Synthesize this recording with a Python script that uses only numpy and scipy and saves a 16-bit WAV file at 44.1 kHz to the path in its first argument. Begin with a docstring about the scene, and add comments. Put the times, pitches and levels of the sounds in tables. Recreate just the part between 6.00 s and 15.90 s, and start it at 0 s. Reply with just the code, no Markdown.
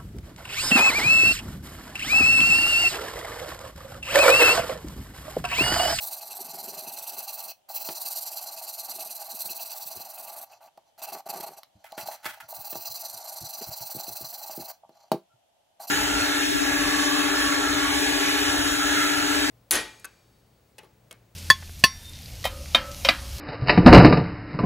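"""On a wooden bench in a quiet workshop, close to the microphones, a stone on a guided arm scrubs a clamped
knife about twenty strokes a second: grit hisses, the blade rings and the guide rod rattles in its pivot.
After two runs come dull bumps, hesitant single strokes, clacks of the rod and a nudge of the tool pouch.
A seat creaks, a third run follows, then the clamp is flipped over with a knock before two last loose strokes.
Shaped noise drives the rubbing parts; knocks and bumps are decaying sines; reflections widen it all."""
import sys
import numpy as np
from scipy import signal
from scipy.fft import rfft, irfft
from scipy.io import wavfile
from scipy.ndimage import uniform_filter1d, map_coordinates

SR = 44100
rng = np.random.default_rng(int(sys.argv[2]) if len(sys.argv) > 2 else 0)


def generate_wav(signal):
    """Clip the signal to [-1, 1] and save it as 16-bit WAV at the path in sys.argv[1]."""
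    frames = np.transpose(np.atleast_2d(signal))
    scaled = np.clip(frames, -1, 1) * 32767
    pcm = np.round(scaled).astype(np.int16)
    wavfile.write(sys.argv[1], SR, pcm)


N = 436590
TIME = np.arange(N) / SR
FREQ = np.fft.rfftfreq(N, 1 / SR) + 1e-3  # in Hz, kept off zero for the logarithm

# Resonances of the blade. Each row: frequency in Hz, width in Hz, relative level in dB.
BLADE_MODES = [(4113, 53.5, 4.5), (4544, 79, 0), (4833, 67, -2), (5765, 300, -5), (6010, 150, -0.5),
               (7220, 280, -8)]
# Resonances of the guide rod. Each row: frequency in Hz, width in Hz, relative level in dB.
ROD_MODES = [(656.6, 62.3, 4.5), (813.6, 51.6, 3), (926.7, 35, -0.5), (1072, 17, -6), (1154, 36.5, -6.5),
             (1587, 200, -16), (2030, 340, -20.5)]
# Resonances of the stroke's chirp. Each row: frequency in Hz, width in Hz, relative level in dB.
CHIRP_MODES = [(2632, 110, 22.6), (2810, 950, 7.5)]
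# Hollow resonances of the pouch with its stones. Each row: frequency in Hz, width in Hz, relative level in dB.
POUCH_MODES = [(613, 39, -1), (957, 45, -1), (1080, 93, -1), (1520, 160, 2), (2040, 200, -4),
               (3390, 200, 0.5)]
# Bench modes with the sharpener on it. Each row: frequency in Hz, relative level in dB.
BENCH_MODES = [(165, -12), (190, -15), (245, -6.5), (302, -26), (346, 2.5), (400, 1.5), (458, -9),
               (495, -0.5), (560, 0), (634, 12), (695, -1), (790, 5.5), (870, 2), (935, -16.5), (1147, -5),
               (1360, -11.5), (1545, -9.5)]

# Spectrum of the grit's hiss. Each row: frequency in Hz, relative level in dB per Hz.
GRIT_SPECTRUM = [(1500, -39), (3400, -17), (4200, -11), (6600, -14), (8400, -6.5), (9600, -10),
                 (10500, -4.5), (11100, -10.5), (12300, -1), (12980, 1), (13400, -6), (14400, -2.5),
                 (16000, -21.5)]
# Spectrum of the grit's topmost fizz. 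Each row: frequency in Hz, relative level in dB per Hz.
FIZZ_SPECTRUM = [(9000, -35), (12500, -43.5), (13400, -1), (14500, -7), (15450, 1), (16000, -2)]
# Spectrum of pouch fabric on wood. Each row: frequency in Hz, relative level in dB per Hz.
SCUFF_SPECTRUM = [(59, -31), (100, -2), (184, -37), (241, -10), (425, -25), (885, 6.5), (1090, -9),
                  (1290, 4.5), (1560, 9), (2130, -1), (6760, -10.5), (15000, -7.5)]
# Spectrum of metal on metal. Each row: frequency in Hz, relative level in dB per Hz.
CRACK_SPECTRUM = [(60, -44), (200, -26.5), (700, -11), (1000, 8.5), (1450, -4.5), (2200, -3.5), (3300, -6),
                  (4300, 1.5), (5800, -7), (7500, -11), (15000, -7.5)]
# Spectrum of the workshop air. Each row: frequency in Hz, relative level in dB per Hz.
AIR_SPECTRUM = [(30, -21), (100, -1), (200, -12.5), (450, -10.5), (1500, -27), (4000, -35.5),
                (12000, -50.5)]
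# Microphone self-noise, with the hump of its port. Each row: frequency in Hz, relative level in dB per Hz.
MIC_SPECTRUM = [(30, -23), (130, -15), (400, -17.5), (500, -14), (590, -4), (700, -2), (900, -8.5),
                (1100, -19.5), (2300, -22), (3100, -15.5), (4200, -23), (7000, -24.5), (13000, -28.5),
                (15500, -38)]

# Balance of the direct sound. Each row: frequency in Hz, left minus right in dB.
PAN = [(100, -.4), (900, -.2), (2200, -1.7), (4300, -.6), (8000, -1.8), (13000, -2.2)]
# Reflections that differ between the channels. Each row: frequency in Hz, side against mid in dB.
WIDTH = [(60, -33.5), (300, -21), (700, -38), (1300, -21.5), (2400, -8), (4300, -13), (8000, -15),
         (13000, -21)]
# What the walls give back. Each row: frequency in Hz, level against the direct sound in dB.
WALLS = [(300, -22.5), (1500, -7.5), (5000, -12), (14000, -13.5)]

# Pace of the scrubbing, one list per run. 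Each row: time in seconds, strokes counted (even push, odd pull).
PACE = [
    [(-.008, 0), (.158, 3), (.575, 12), (.96, 20), (1.523, 31)],
    [(1.686, 1), (2.148, 10), (2.558, 18), (3.092, 28), (3.285, 32), (3.899, 44), (4.449, 56)],
    [(6.482, 1), (6.846, 8), (7.124, 14), (7.27, 18), (7.608, 26), (7.895, 32), (8.148, 38), (8.721, 51)],
]
# How hard the hand bears down. Each row: time in seconds, grit drive in dB, blade drive in dB.
PRESSURE = [(0, -30.5, -44), (.12, -39, -44), (.3, -42.5, -46), (.8, -41, -44.5), (1.38, -36.5, -43),
            (1.52, -39.5, -44), (1.7, -39, -45.5), (1.76, -29.5, -41), (1.93, -35, -39.5),
            (2.18, -33.5, -38), (2.42, -40, -43.5), (2.6, -41, -43.5), (2.85, -38.5, -42), (3.28, -41, -45),
            (3.41, -35.5, -41), (3.62, -36.5, -40), (3.9, -40, -45), (4.44, -44, -54.5), (6.5, -38.5, -50),
            (6.9, -34.5, -37), (7.17, -43.5, -43), (7.48, -42, -39), (7.6, -38.5, -40.5), (8.15, -37, -41),
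            (8.38, -39, -42.5), (8.7, -39.5, -45.5)]
# Where the stone sits on the edge. Each row: time in seconds, fizz against grit in dB, chirp bite in dB.
EDGE = [(0, 7, -16.5), (.3, -24, -16), (.95, -4, -8), (1.8, 9, -14.5), (2.2, -11, -19), (3.1, -9, -12.5),
        (3.6, 4.5, -14), (4.4, -3.5, -5.5), (5.1, -1.5, -7.5), (5.5, -18.5, -9), (6.6, 7.5, -15.5),
        (6.9, 10, -19), (7.2, -20, -28), (7.6, 4.5, -20.5), (8.7, 5.5, -20), (9.9, -17, -13.5)]
# Extra bite of a push, taken off on a pull. One row: grit in dB, blade in dB, rod in dB.
PUSH_DB = (0.67, 2.5, 1.1)
# Random spread from stroke to stroke. One row: grit in dB, blade in dB, rod in dB.
SCATTER_DB = (1, 0.82, 1.2)
# Hesitant single strokes. Each row: start in seconds, length in seconds, stone drive in dB, rod drive in dB.
LOOSE_STROKES = [(4.507, 0.035, -60, -49), (4.606, 0.086, -63.5, -51), (4.979, 0.035, -53, -48),
                 (5.018, 0.043, -39, -40), (5.067, 0.048, -45, -40.5), (5.119, 0.036, -41.5, -38),
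                 (5.149, 0.062, -51.5, -39.5), (5.257, 0.025, -49.5, -41.5), (5.287, 0.032, -38, -36.5),
                 (5.326, 0.025, -46, -38.5), (5.347, 0.049, -45, -39), (5.397, 0.022, -42, -40),
                 (5.424, 0.03, -44, -36), (5.46, 0.032, -46.5, -40), (5.486, 0.072, -58.5, -49.5),
                 (5.565, 0.032, -51.5, -47), (5.971, 0.079, -45, -42), (6.055, 0.039, -42.5, -44),
                 (6.086, 0.079, -46, -41), (9.796, 0.067, -48, -43.5), (9.871, 0.045, -40.5, -46)]
# The arm sliding with the stone lifted. Each row: middle in seconds, length in seconds, drive in dB.
SLIDES = [(1.51, 0.16, -61), (4.52, 0.2, -52.5), (4.76, 0.24, -71), (4.885, .07, -57), (5.58, 0.24, -57),
          (5.83, 0.35, -65), (5.955, 0.12, -49.5), (6.22, 1, -57), (6.45, 0.067, -53), (8.7, 0.25, -55),
          (9, 0.25, -53.5), (9.62, 0.091, -76), (9.82, .1, -70)]
# The base juddering on the bench. 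Each row: middle in seconds, length in seconds, drive in dB.
JUDDERS = [(.41, .08, -61), (.7, 0.83, -54), (1.18, 0.14, -63), (2.99, 0.34, -63), (3.34, 0.063, -58),
           (3.48, .14, -58), (3.98, 0.1, -54.5), (5.14, .14, -53.5), (5.4, 0.45, -50), (7.62, 0.058, -51.5)]
# Knocks of arm and clamp. Each row: start in seconds, bench ring peak in dB, metal crack drive in dB.
KNOCKS = [(0.404, -54, -46), (1.888, -26, -21), (1.903, -34, -43), (4.775, -48.5, -44.5), (4.979, -64, -46),
          (5.018, -50, -32), (5.124, -48, -36), (5.408, -45, -28), (5.633, -74, -30), (5.921, -48, -33),
          (5.978, -29, -39), (6.073, -41, -28), (6.258, -30.5, -26), (6.728, -30.5, -30), (6.755, -27, -36),
          (7.948, -34, -70), (7.964, -33.5, -70), (8.08, -37, -75), (8.208, -40, -70), (8.35, -64, -29),
          (8.497, -40.5, -40), (8.577, -28.5, -65), (8.598, -34, -70), (8.893, -40.5, -53.5),
          (9.117, -7.5, -19.5), (9.121, -24, -56), (9.143, -21, -60)]
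# Dull bumps of the body against the bench. Each row: start in seconds, peak in dB.
BUMPS = [(3.849, -57), (3.96, -50), (5.748, -50.5), (6.024, -48), (6.423, -56), (6.572, -50), (6.757, -52),
         (6.891, -52.5), (7.135, -54.5), (7.411, -37.5), (7.671, -38), (7.805, -46), (7.949, -43),
         (8.093, -48), (8.221, -45), (8.592, -49), (8.848, -67), (9.335, -62)]
# The rod jolting in its pivot. Each row: start in seconds, peak in dB.
JOLTS = [(4.776, -39), (5.262, -34), (5.585, -38), (5.843, -37.5), (5.924, -31), (6.084, -22.5),
         (6.372, -43.5), (6.525, -29), (7.715, -33), (8.493, -32), (8.833, -40.5), (8.846, -42),
         (9.04, -46)]
# The pouch scuffing over the wood. Each row: start in seconds, drive in dB, time to fall 60 dB in seconds.
SCUFFS = [(5.842, -46.5, 0.23), (5.978, -38, 0.17), (6.114, -49, 0.4), (6.23, -51, 0.15),
          (6.244, -39.5, 0.13), (6.255, -31.5, 0.27), (6.298, -63, 0.41), (6.402, -43.5, 0.13)]
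# Seat creaks as the body leans. Each row: start in seconds, length in seconds, pitch in Hz, level in dB.
CREAKS = [(6.405, 0.054, 1396, -59.5), (9.285, 0.076, 1375, -74)]

ROD_DB = -45  # drive of the rod, which rubs alike however hard the stone presses
RUMBLE_DB = -26  # bench against the rod's drive
AIR_DB, MIC_DB = -86, -68
POUCH_WIDTH_DB = 7  # the pouch lies off to one side and is heard more by its reflections
TOP_HZ = 15800


def undb(db):
    """Decibels to gain."""
    return 10 ** (np.asarray(db) / 20)


def unit(x):
    """Scale to rms 1."""
    return x / np.sqrt(np.mean(x ** 2))


def curve(rows):
    """Gain along time from (s, dB) rows."""
    return undb(np.interp(TIME, *np.transpose(rows)))


def slope(points):
    """Gain along frequency from (Hz, dB) points, straight in log frequency."""
    hz, db = np.transpose(points)
    return undb(np.interp(np.log(FREQ), np.log(hz), db))


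def colour(x, points):
    """Give x a spectrum; rms 1."""
    return unit(irfft(rfft(x) * slope(points), N))


def resonate(x, modes, skirt_order=2):
    """Drive resonances; the part radiates poorly below its lowest one. Rms 1."""
    gain = 0
    for k, (hz, width, db) in enumerate(modes):
        # neighbouring modes move in opposite phase
        gain = gain + (-1) ** k * undb(db) / (1 + 1j * (FREQ ** 2 - hz ** 2) / (FREQ * width))
    skirt = signal.butter(skirt_order, 0.82 * modes[0][0], "high", fs=SR, output="sos")
    return unit(signal.sosfilt(skirt, irfft(rfft(x) * gain, N)))


def add(out, s, sound):
    """Mix a sound in at time s."""
    i = max(0, int(s * SR))
    out[i:i + len(sound)] += sound[:max(0, N - i)]


def walk(rate):
    """Smooth random wander through `rate` knots a second, spread near 1."""
    knots = rng.standard_normal(4 * N // 100)
    return 1.2 * np.interp(TIME * rate, np.arange(len(knots)), knots)


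def grains(spread_db, catch_db, catch_rate):
    """Dense micro-impacts of uneven size, in clusters as the surfaces catch and slip."""
    size_db = spread_db * rng.standard_normal(N) + catch_db * walk(catch_rate)
    return rng.standard_normal(N) * undb(size_db)


def swells(rows):
    """Gain along time from (middle s, length s, dB) movements that rise and fall smoothly."""
    out = np.zeros(N)
    for s, length, db in rows:
        add(out, s - length / 2, undb(db) * np.hanning(int(length * SR)))
    return out


def hand():
    """Every stroke as (s, length s, hiss dB, blade dB, rod dB), pushes and pulls alternating within a run."""
    rows = [(s, length, db, db, rod_db) for s, length, db, rod_db in LOOSE_STROKES]
    pressure_s, grit_db, ring_db = np.transpose(PRESSURE)
    for run in PACE:
        times, counts = np.transpose(run)
        for k in range(int(counts[0]), int(counts[-1])):
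            start, end = np.interp([k, k + 1], counts, times)
            middle = (start + end) / 2
            hiss_db = np.interp(middle, pressure_s, grit_db)
            blade_db = np.interp(middle, pressure_s, ring_db)
            uneven_db = (-1) ** k * np.array(PUSH_DB) + SCATTER_DB * rng.standard_normal(len(SCATTER_DB))
            rows.append((start, end - start, *(uneven_db + [hiss_db, blade_db, ROD_DB])))
    return np.array(sorted(rows))


def stroke_force(strokes, levels_db, rest, power, skew, smooth_s):
    """Each stroke speeds up from rest and slows to the next turn; rest is what still sounds at the turn."""
    out = np.zeros(N)
    for (s, length, *_), db in zip(strokes, levels_db):
        progress = np.linspace(0, 1, max(8, int(length * SR)))
        speed = np.abs(np.sin(np.pi * progress ** skew))
        add(out, s, undb(db) * unit(rest + speed ** power))
    return uniform_filter1d(out, max(1, int(smooth_s * SR)))


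def stone_travel(starts):
    """Place of the contact along the stone, going between -1 and 1 and back on alternate strokes."""
    return -np.cos(np.pi * np.interp(TIME, starts, np.arange(len(starts))))


def holder_echo(x, travel, lag_s, swing, drift, echo):
    """Vibration returns from the end of the stone holder; its path changes with travel, so peaks glide."""
    lag = lag_s * SR * (1 + swing * travel + drift * walk(5.5))
    returned = map_coordinates(x, [np.arange(N) - lag], order=3, mode="nearest")
    return (x + echo * returned) / np.sqrt(1 + echo ** 2)


def workshop_air():
    """Quiet room air: steady noise, strongest in the lows."""
    return colour(rng.standard_normal(N), AIR_SPECTRUM) * undb(AIR_DB)


def stone(strokes):
    """Grit cuts the edge: a bright hiss, the ringing blade, and a chirp with each stroke's bite."""
    starts, _, hiss_db, blade_db, _ = strokes.T
    travel = stone_travel(starts)
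    edge = np.array(EDGE)
    top, bite = curve(edge[:, :2]), curve(edge[:, ::2])
    # coarse grains catch the edge and jolt hiss and ring at once
    catch = undb(1.3 * walk(260))

    grit = colour(grains(3.5, 1.0, 900), GRIT_SPECTRUM)
    fizz = colour(grains(3.2, 1.5, 700), FIZZ_SPECTRUM)
    hiss = (grit + top * fizz) / np.sqrt(1 + top ** 2)
    hiss = holder_echo(hiss, travel, lag_s=.00045, swing=.05, drift=.07, echo=.5)
    hiss *= stroke_force(strokes, hiss_db, rest=0.18, power=1.13, skew=1.01, smooth_s=.003)

    ring = resonate(grains(3, 1.6, 250), BLADE_MODES, skirt_order=8)
    ring = holder_echo(ring, travel, lag_s=.00098, swing=.05, drift=.05, echo=.25)
    ring *= undb(-5) * stroke_force(strokes, blade_db, rest=0.15, power=0.57, skew=1.27, smooth_s=0.0027)

    chirp = resonate(grains(2.8, 4.7, 100), CHIRP_MODES, skirt_order=6) * bite
    chirp *= stroke_force(strokes, blade_db, rest=0.32, power=0.18, skew=0.53, smooth_s=0.0029)
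    return catch * (hiss + ring) + undb(-3.5) * chirp


def guide_rod(force):
    """The rod rubs in its pivot, rattling on through the turns, and ticks softly when the stone is lifted."""
    rub = resonate(grains(6.5, 1.52, 120), ROD_MODES, skirt_order=6) * undb(-3.0) * force
    slips = grains(5, 3.5, 110)
    slide = resonate(slips, ROD_MODES, skirt_order=6) * undb(-5.0)
    slide += resonate(slips, BLADE_MODES) * undb(-10.5)
    slide += colour(slips, GRIT_SPECTRUM) * undb(-19)
    return rub + slide * swells(SLIDES)


def bench_rumble(strokes, force):
    """Strokes shake low bench modes through the base; while it judders, each stroke starts with a lurch."""
    modes = [(156, 13, -1.5), (260, 74, -2), (300, 27, -4.0), (381.0, 55, 3.5)]  # Hz, width Hz, dB
    shaking = grains(2, 3, 55)
    lurch = stroke_force(strokes, np.zeros(len(strokes)), rest=.3, power=1.5, skew=.6, smooth_s=.004)
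    drive = undb(RUMBLE_DB) * force + lurch * swells(JUDDERS)
    return resonate(shaking, modes, skirt_order=3) * drive


def knocks():
    """Metal cracks on metal with a faint room tail; the bench rings after it, higher modes dying first."""
    out, t = np.zeros(N), TIME[:SR // 2]
    crack_noise = colour(rng.standard_normal(N), CRACK_SPECTRUM)
    low_cut = signal.butter(6, 145, "high", fs=SR, output="sos")
    hz, db = np.transpose(BENCH_MODES)[:, :, None]
    t60 = .19 * (hz[0] / hz) ** 0.57
    decays = undb(db) * 1000 ** (-t / t60)
    for s, ring_db, crack_db in KNOCKS:
        detune = 1 + .005 * rng.standard_normal(hz.shape)
        ring = np.sum(decays * np.sin(2 * np.pi * hz * detune * t), axis=0)
        ring = signal.sosfilt(low_cut, ring)
        # a blow with hardly any crack is a soft one and leaves out the upper modes
        upper_hz = np.interp(crack_db - ring_db, [-30, -10], [450, 1500])
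        ring = signal.sosfilt(signal.butter(4, upper_hz, fs=SR, output="sos"), ring)
        # light touches give a dry tick, heavy blows a longer crack
        crack_s = np.interp(ring_db, [-65, -30], [.007, .03])
        room_tail = undb(-17) * crack_s / 0.034 * 1000 ** (-t / .17)
        fade = 1000 ** (-t / crack_s) + room_tail
        crack = fade * np.roll(crack_noise, -int(s * SR))[:len(t)]
        add(out, s, undb(ring_db) * ring / np.abs(ring).max() + undb(crack_db - 7.0) * crack)
    return out


def bumps():
    """Soft, heavy contacts lean on the bench twice over and move only its deepest modes."""
    out, t = np.zeros(N), TIME[:SR // 2]
    modes = [(90, 1), (116, 6.5), (170, 2.0), (240, -10), (340, -5)]  # Hz, dB
    for s, db in BUMPS:
        sway = 0
        for hz, mode_db in modes:
            detune = 1 + 0.12 * rng.standard_normal()
            sway = sway + undb(mode_db) * np.sin(2 * np.pi * hz * detune * t)
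        thud = sway * (1 - np.exp(-t / .012)) ** 2 * 1000 ** (-t / .085)
        thud *= undb(db) / np.abs(thud).max()
        add(out, s, thud)
        add(out, s + rng.uniform(0.0255, 0.027), undb(-13) * thud)
    return out


def jolts():
    """Play in the pivot lets the rod clack against its plastic bush, a soft contact of about a millisecond."""
    out, push = np.zeros(N), np.zeros(N)
    add(push, 0, np.hanning(SR // 900))
    clack = resonate(push, ROD_MODES, skirt_order=4)[:SR // 10]
    for s, db in JOLTS:
        add(out, s, undb(db) * clack / np.abs(clack).max())
    return out


def pouch():
    """Stiff fabric scuffs over the bench in a few short jerks and jostles the stones inside."""
    force, t = np.zeros(N), TIME[:SR // 2]
    for s, db, t60 in SCUFFS:
        add(force, s, undb(db) * 1000 ** (-t / t60))
    weave = grains(4, 3, 220)
    return force * (colour(weave, SCUFF_SPECTRUM) + undb(-6.5) * resonate(weave, POUCH_MODES))


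def creaks():
    """A joint of the seat slips for a moment with a thin, wavering squeak."""
    out = np.zeros(N)
    for s, length, hz, db in CREAKS:
        n = int(length * SR)
        pitch = hz * (1 + 0.0089 * walk(200)[:n])
        phase = 2 * np.pi * np.cumsum(pitch) / SR
        add(out, s, undb(db) * unit(np.hanning(n) * np.sin(phase)))
    return out


def space(x, width_db=0):
    """Place a sound a little to the right; bench and wall reflections are decaying noise, partly side-only."""
    t = TIME[:SR // 2]
    early = rng.standard_normal(len(t)) * (1 - np.exp(-t / .002)) * 1000 ** (-t / .11)
    tail = rng.standard_normal(len(t)) * 1000 ** (-t / 0.17)
    sound = rfft(x)
    side = sound * undb(width_db) * slope(WIDTH) * rfft(early / np.linalg.norm(early), N)
    mid = sound * (1 + slope(WALLS) * rfft(tail / np.linalg.norm(tail), N))
    pan = np.sqrt(slope(PAN))
    return irfft(np.array([mid * pan + side, mid / pan - side]), N)


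def scene():
    """All the work at the bench over the quiet air of the workshop."""
    strokes = hand()
    rod_force = stroke_force(strokes, strokes[:, -1], rest=2.4, power=0.92, skew=0.6, smooth_s=0.0079)
    sharpener = stone(strokes) + guide_rod(rod_force) + bench_rumble(strokes, rod_force)
    sharpener += knocks() + jolts()
    at_bench = workshop_air() + sharpener + bumps() + creaks()
    return space(at_bench) + space(pouch(), width_db=POUCH_WIDTH_DB)


def record(dry):
    """Each microphone adds its own faint hiss; a steep low-pass cuts the top."""
    hiss = undb(MIC_DB) * np.array([colour(rng.standard_normal(N), MIC_SPECTRUM) for _ in dry])
    top_cut = signal.ellip(14, .2, 80, TOP_HZ, fs=SR, output="sos")
    return signal.sosfilt(top_cut, dry + hiss)


dry = scene()
out = record(dry)
generate_wav(out)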